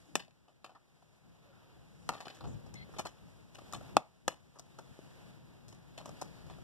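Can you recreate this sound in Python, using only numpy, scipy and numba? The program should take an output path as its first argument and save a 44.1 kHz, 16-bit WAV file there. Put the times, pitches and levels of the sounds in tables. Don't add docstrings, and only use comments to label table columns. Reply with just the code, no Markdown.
import sys
import numpy as np
from scipy import signal
from scipy.fft import rfft, irfft, next_fast_len
from scipy.io import wavfile
from scipy.ndimage import uniform_filter1d
from numba import njit

SR = 44100
rng = np.random.default_rng(int(sys.argv[2]) if len(sys.argv) > 2 else 0)


def persist_wave(psi):
    counts = np.round(np.clip(psi, -1, 1) * 32767).astype(np.int16)
    wavfile.write(sys.argv[1], SR, np.atleast_2d(counts).T)


N = 292383

# t/s, rustle level/dB, hiss level/dB, rumble level/dB (before the rumble gain)
HUSH = [(0.0, -70, -73.5, -63.5), (0.15, -72, -74.5, -73), (0.29, -75.5, -82.5, -73.5),
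        (0.64, -74.5, -83, -73.5), (1.03, -73.5, -79.5, -73), (1.64, -67.5, -82, -64.5),
        (2.12, -68, -70, -61), (2.3, -61, -75, -66.5), (2.6, -64.5, -74, -62.5), (2.77, -65, -82, -63),
        (2.94, -63, -72.5, -62.5), (3.12, -67, -76, -70.5), (3.55, -66, -72.5, -62.5),
        (3.9, -58.5, -69, -57.5), (4.03, -72, -78.5, -74), (4.63, -70, -77, -65.5), (4.95, -63.5, -71, -61),
        (5.35, -65, -76, -59.5), (5.8, -68.5, -79, -61), (6.15, -60.5, -70.5, -62.5),
        (6.63, -65, -74, -61.5)]


def undb(db):
    return 10 ** (np.asarray(db) / 20)


def unit(x):
    return x / np.sqrt(np.mean(x ** 2))


def decay(t_s, t60_s):
    return np.exp(-np.log(1000) * t_s / t60_s)


def curves(table):
    t_s, *columns = np.transpose(table)
    return [np.interp(np.arange(N) / SR, t_s, column) for column in columns]


def colour(x, points):
    size = next_fast_len(N)
    hz, db = np.transpose(points)
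    log_hz = np.log(np.arange(size // 2 + 1) * SR / size + 1)
    gain = undb(np.interp(log_hz, np.log(hz), db, left=-60))
    return unit(irfft(rfft(x, size) * gain, size)[..., :N])


def lowpass(x, hz):
    return signal.lfilter(*signal.butter(1, hz, fs=SR), x)


def walk(rate_hz):
    hold = int(SR / rate_hz)
    steps = np.repeat(rng.standard_normal(N // hold + 1), hold)
    return 1.3 * uniform_filter1d(steps, hold)[:N]


@njit
def svf(x, hz, damp):
    y, band, low = np.empty(len(x)), 0., 0.
    for i in range(len(x)):
        g = np.tan(np.pi * hz[i] / SR)
        v = (band + g * (x[i] - low)) / (1 + g * (g + damp))
        band, low, y[i] = 2 * v - band, low + 2 * g * v, damp * v
    return y


def band_noise(hz, damp):
    noise = rng.standard_normal(len(hz))
    return unit(svf(svf(noise, hz, damp), hz, damp))


def ring(push, modes, near_hz, favour_db=11.0, scatter_db=2.0, phase=0.53):
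    hz, db, t60_s = np.transpose(modes)[:, :, None]
    level_chance, pitch_chance = rng.standard_normal((2, len(modes), 1))
    db = db + scatter_db * level_chance - favour_db * np.log2(hz / near_hz) ** 2
    t = np.arange(1024) / SR
    swing = np.sin(2 * np.pi * hz * (1 + pitch_chance / 50) * t + phase)
    contact = 1 - np.exp(-t * hz * 4)
    tone = np.sum(undb(db) * swing * contact * decay(t, t60_s), axis=0)
    return tone / np.abs(signal.fftconvolve(push[:1024], tone)).max()


def click_push(crack_db, shell_db, chatter_s, rattle_db, size):
    rattle_t60_s, slips_per_s = 0.15, 5000
    t = np.arange(size) / SR
    age = t / chatter_s
    slips = rng.standard_normal(size) * (rng.random(size) < slips_per_s / SR)
    push = slips * np.sqrt(age) * np.exp(-age)
    blow = undb(.9 * (crack_db + shell_db + 25))
    push[[14, 40]] = -.3 * blow, blow
    bursts = undb(4.55 * np.repeat(rng.standard_normal(size // 64), 64))
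    loose = rng.standard_normal(size) * bursts
    return push + undb(rattle_db - 9.0) * loose * decay(t, rattle_t60_s)


def clicks():
    # t/s, crack level/dB, shell over crack/dB,
    # edges over crack/dB, chatter time constant/s, rattle level/dB, left minus right/dB, favoured shell f/Hz
    click_events = [(0.1532, -18.5, -5, -5, 0.0023, -26.5, 3, 740),
                    (0.195, -56.5, 5, 10, 0.0071, -2, 9, 1200),
                    (0.279, -71.5, 8.5, 7.5, 0.0022, -34.5, 11, 356),
                    (0.307, -71.5, -9, 6, .003, -20, 16, 824), (0.4794, -70, 4, 1.5, 0.0011, -7, -5, 751),
                    (0.6429, -51, 6, 2.5, 0.0035, -12, 4.5, 940), (0.693, -72.5, 17, 8, 0.013, -7, 8, 816),
                    (0.748, -75, 17, 7, 0.0091, -11, 12, 1170), (1.023, -72.5, 9, 0, 0.003, -23, 4, 690),
                    (2.0898, -26, -1.5, -1.4, 0.0025, -22, 8, 684),
                    (2.132, -56, 11.5, 5, .0019, 7, 10, 1050), (2.165, -59.5, 6.5, 4, .0028, 4, 13, 1380),
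                    (2.2036, -47.5, 5, 2.5, 0.0041, -14, 9, 950),
                    (2.251, -60.5, 9.5, 10.5, 0.0059, -35, 3, 706),
                    (2.2665, -57.5, 10, 1, .0026, -23.5, -5.5, 635),
                    (2.2807, -51, -10, 6.5, 0.0016, -23, 11, 1060),
                    (2.3, -61, 9, 11, 0.0038, -14.5, 2, 668), (2.346, -54, -8, -8, 0.002, 10, -1, 754),
                    (2.367, -57, -8, -3, .0019, -16, 6, 619), (2.406, -60.5, 12, 6.5, 0.0033, -11, 1, 790),
                    (2.439, -63, 15, 5.5, 0.0027, -4, 2, 583), (2.661, -57, -1, -22, .0044, -27, 12, 355),
                    (2.7383, -45, -11, -10, 0.0027, -18.5, 18, 555),
                    (2.89, -69.5, 12.5, -15, 0.0036, -18, 2, 353),
                    (2.936, -59, 8, -7, 0.0061, -33.5, 18, 1040),
                    (2.963, -70.5, 19, 11, 0.0027, 1, 18, 527),
                    (2.9844, -38.5, -4, -2.5, 0.0087, -29, 19, 950),
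                    (2.9918, -36, 1.5, -8, .0041, -22, 20, 624), (3.051, -49, 9.5, 3, 0.0041, -22, 17, 576),
                    (3.056, -45.5, 3, -4, 0.0042, -21.5, 19, 980),
                    (3.067, -44, -2.5, -2, 0.0032, -20, 7, 850),
                    (3.545, -49.5, -7.5, -10, 0.0043, -12, 19, 550),
                    (3.554, -54, -12, 2.5, 0.0013, -38, 14, 650),
                    (3.584, -59, 7.5, 2, 0.0041, -33, -1, 830),
                    (3.6164, -69.5, 14.5, 5, 0.0034, -13, 3, 466),
                    (3.7243, -38.5, -10, -12, 0.0014, -35, 13, 1320),
                    (3.733, -37, -0.5, -8.5, 0.0017, -19.5, 3.5, 1110),
                    (3.7427, -44, -0.5, -1.1, 0.0052, -25.5, 5, 1190),
                    (3.8084, -64.5, 9.5, -0.3, .0025, -28, -4, 816),
                    (3.9669, -19.5, 5.5, 1, .0029, -30, 3.5, 823),
                    (4.2784, -21.5, -1, -4, 0.0024, -24, 5, 800),
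                    (4.556, -67, 8.5, -16, 0.0026, -7, 9, 632),
                    (4.5864, -49, -8, -40, 0.0027, -17, 27, 713),
                    (4.594, -37, -13, -20.5, 0.0026, -29, 32, 778),
                    (4.786, -49.5, 4.5, -5.5, 0.0038, -21, 11, 793),
                    (4.989, -61, 13.5, -8, 0.0015, -30, 2, 397),
                    (5.681, -51, -9.5, -13, 0.00085, -10, 22, 496),
                    (5.71, -65, -11, -25.5, 0.0021, -17, 6.5, 673),
                    (5.725, -51, -8, -9.5, .003, -11.5, 31, 778),
                    (5.9755, -44.5, -1.5, -1, 0.0072, -16, 16, 643),
                    (6, -61.5, 11, 5.5, .002, -12, 10, 696),
                    (6.056, -42.5, -1, -9.5, 0.0027, -17.5, -1, 695),
                    (6.091, -46.5, -2, -12, .0022, -21, 6, 620),
                    (6.213, -36, -6, -14, 0.0033, -22, 27, 1080),
                    (6.221, -40.5, 8, -3.5, 0.0018, -30, 18, 710),
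                    (6.4644, -60, 3, -5, .0022, -26, 8, 1010), (6.4985, -64.5, 13, 8, 0.0032, -2.5, 3, 790),
                    (6.584, -61, 6.5, -3, 0.002, -30, 6, 595)]
    # f/Hz, level/dB, t60/s
    shell_modes = [(190, -15.5, 0.013), (344, -5.5, 0.013), (420, -6.5, 0.0072), (600, -5.5, 0.011),
                   (770, -8.5, 0.013), (927, 3, 0.0056), (1190, -1, 0.0079), (1770, -5, 0.015)]
    edge_modes = [(1930, 5, 0.0049), (2206, 1, .008), (2540, 0.5, 0.0073), (3020, -1.5, .008),
                  (3515, 1, 0.0055), (4130, 0.5, 0.003), (4200, 1, 0.0084)]
    crack_modes = [(5000, 4, 0.004), (5840, 23.5, 0.0011), (6100, -39.5, .003), (7600, -6.5, 0.0072),
                   (8850, -10.5, 0.0028), (11200, -29.5, .0015), (13000, -28.5, .0015)]
    knock_hz, knock_db = 230, -14
    crack_base_hz, brighter_hz_per_db, dry_edge_db = 5550, 77, 19
    shadow_hz, shadow_dip_hz, shadow_dip_q = 2600, 1000, 1.6
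    size = 8192
    out = np.zeros((2, N + size))
    for t_s, crack_db, shell_db, edge_db, chatter_s, rattle_db, pan_db, shell_hz in click_events:
        push = click_push(crack_db, shell_db, chatter_s, rattle_db, size)
        knock = undb(knock_db) * ring(push, shell_modes, knock_hz)
        shell = undb(shell_db + 3.0) * (ring(push, shell_modes, shell_hz) + knock)
        edges = undb(edge_db + 5.5) * ring(push, edge_modes, 2830.0)
        crack_hz = crack_base_hz + brighter_hz_per_db * max(dry_edge_db - edge_db, 0)
        crack = ring(push, crack_modes, crack_hz)
        sound = signal.fftconvolve(push, crack + shell + edges)[:size]
        at = int(t_s * SR) + 24
        out[:, at:at + size] += sound * undb(crack_db + 5.5 - np.array([[0], [pan_db]]))
    left, right = signal.lfilter(*signal.butter(2, 140, "high", fs=SR), out[:, :N])
    dip = signal.iirnotch(shadow_dip_hz, shadow_dip_q, SR)
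    return np.array([left, signal.lfilter(*dip, lowpass(right, shadow_hz))])


def squeaks():
    # start/s, end/s, start f/Hz, end f/Hz, bandwidth/centre, level/dB (before fades and flicker),
    # right port gain/left
    rub_events = [(1.435, 1.537, 570, 555, 0.035, -67.5, 0.38),
                  (1.483, 1.632, 1390, 1340, 0.16, -75, 0.071), (2.46, 2.552, 6850, 6700, 0.37, -66.5, 0),
                  (2.74, 2.86, 3020, 2780, 1, -66, 0.1), (2.751, 2.847, 3410, 3200, 0.037, -70, 0.058),
                  (2.745, 2.848, 2090, 2130, 0.051, -53.5, 0.19),
                  (2.749, 2.849, 4100, 4200, 0.057, -60.5, 0.024),
                  (4.701, 4.76, 3570, 3870, .012, -78, 0.2), (4.8, 4.87, 3470, 3440, .012, -79, 0.25),
                  (4.855, 4.96, 3500, 3020, 0.011, -81, 0.2), (4.96, 5.09, 3050, 2900, .015, -83, 0.2),
                  (0.059, 0.148, 300, 300, 0.18, -61, 0.3), (6.102, 6.604, 4800, 4370, 0.14, -73.5, 0.14)]
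    out = np.zeros((2, N))
    for start_s, end_s, from_hz, to_hz, width, db, right in rub_events:
        a, b = int(start_s * SR), int(end_s * SR)
        rub = band_noise(np.linspace(from_hz, to_hz, b - a), width)
        fades = signal.windows.tukey(b - a, .4)
        flicker = undb(1.4 * walk(60)[a:b])
        out[:, a:b] += undb(db) * fades * flicker * rub * np.array([[1], [right]])
    return out


def thuds():
    # t/s, level/dB, centre f/Hz, deep level/dB, t60/s
    thud_events = [(0.16, -59, 175, -79.5, 0.31), (1.27, -69, 140, -84, .5), (2.1, -62, 156, -68, 0.34),
                   (2.47, -40.5, 123, -52.5, 0.58), (2.75, -56.5, 138, -68, 0.58),
                   (2.95, -64.5, 120, -64.5, .8), (3.05, -59.5, 122, -72.5, .5),
                   (3.231, -59.5, 121, -83.5, 1.5), (3.75, -49, 137, -80.5, .35),
                   (3.97, -48, 195, -60.5, 0.11), (4.28, -61.5, 187, -67, .35), (6.08, -59, 164, -78, .4),
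                   (6.24, -58.5, 169, -77, 0.33), (6.45, -62, 135, -62, 3)]
    rise_s, hush_hz, deep_below_db = .025, 135, -11.5
    level = undb(curves(HUSH)[2])
    deep, pull = level * undb(deep_below_db), level * hush_hz
    for t_s, db, hz, deep_db, t60_s in thud_events:
        age = np.arange(N) / SR - t_s
        shape = np.exp(np.where(age < 0, age / rise_s, -np.log(1000) * age / t60_s))
        level = level + undb(db) * shape
        pull = pull + undb(db) * shape * hz
        deep = deep + undb(deep_db) * shape
    return level, pull / level, deep


def rumble():
    level, hz, deep_level = thuds()
    a, b = band_noise(hz, 1.0), band_noise(hz, 1.0)
    deep = band_noise(np.full(N, 55.), .8)
    left = level * a + deep_level * deep
    right = 0.55 * level * b - 0.23 * left
    gain_db = 4.5 + 1.5 * walk(17)
    return undb(gain_db) * np.array([left, right])


def rustle():
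    # f/Hz, relative level/dB per Hz
    rustle_tone = [(250, -2.5), (500, -8), (1000, -12.5), (2000, -17), (4000, -21), (8000, -32.5)]
    hiss_tone = [(1000, -14.5), (2000, -3.5), (4000, -5), (7000, -4), (10000, -8.5), (14000, -19)]
    body_db, hiss_db, _ = curves(HUSH)
    flicker = undb(0.88 * walk(5.6) + 0.47 * walk(26) + 0.48 * walk(150))
    body, hiss = rng.standard_normal((2, 2, N)) * flicker
    return undb(body_db) * colour(body, rustle_tone) + undb(hiss_db) * colour(hiss, hiss_tone)


def room(x):
    t60_s, tail_db, dull_hz, rise_s = 0.25, -32.5, 3500, 0.0088
    t = np.arange(int(.3 * SR)) / SR
    noise = lowpass(rng.standard_normal((2, len(t))), dull_hz)
    tail = noise * decay(t, t60_s) * np.clip(t / rise_s, 0, 1)
    tail = tail / np.sqrt(np.sum(tail ** 2) / 2)
    return undb(tail_db) * signal.fftconvolve(x[None], tail, axes=1)[:, :N]


def scene():
    case = clicks()
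    return case + room(case[0]) + squeaks() + rumble() + rustle()


def record(dry):
    lag_s, blur_s, mix, low_hz, top_hz = 20.5 / SR, 1.15 / SR, .96, 500, 14300
    taps = np.exp(-.5 * ((np.arange(64) / SR - lag_s) / blur_s) ** 2)
    swapped = dry[::-1]
    other = swapped - uniform_filter1d(swapped, int(SR / low_hz))
    wide = dry - mix * signal.lfilter(taps / taps.sum(), 1, other)
    return signal.sosfilt(signal.ellip(8, .2, 70, top_hz, fs=SR, output="sos"), wide)


dry = scene()
out = record(dry)
persist_wave(out)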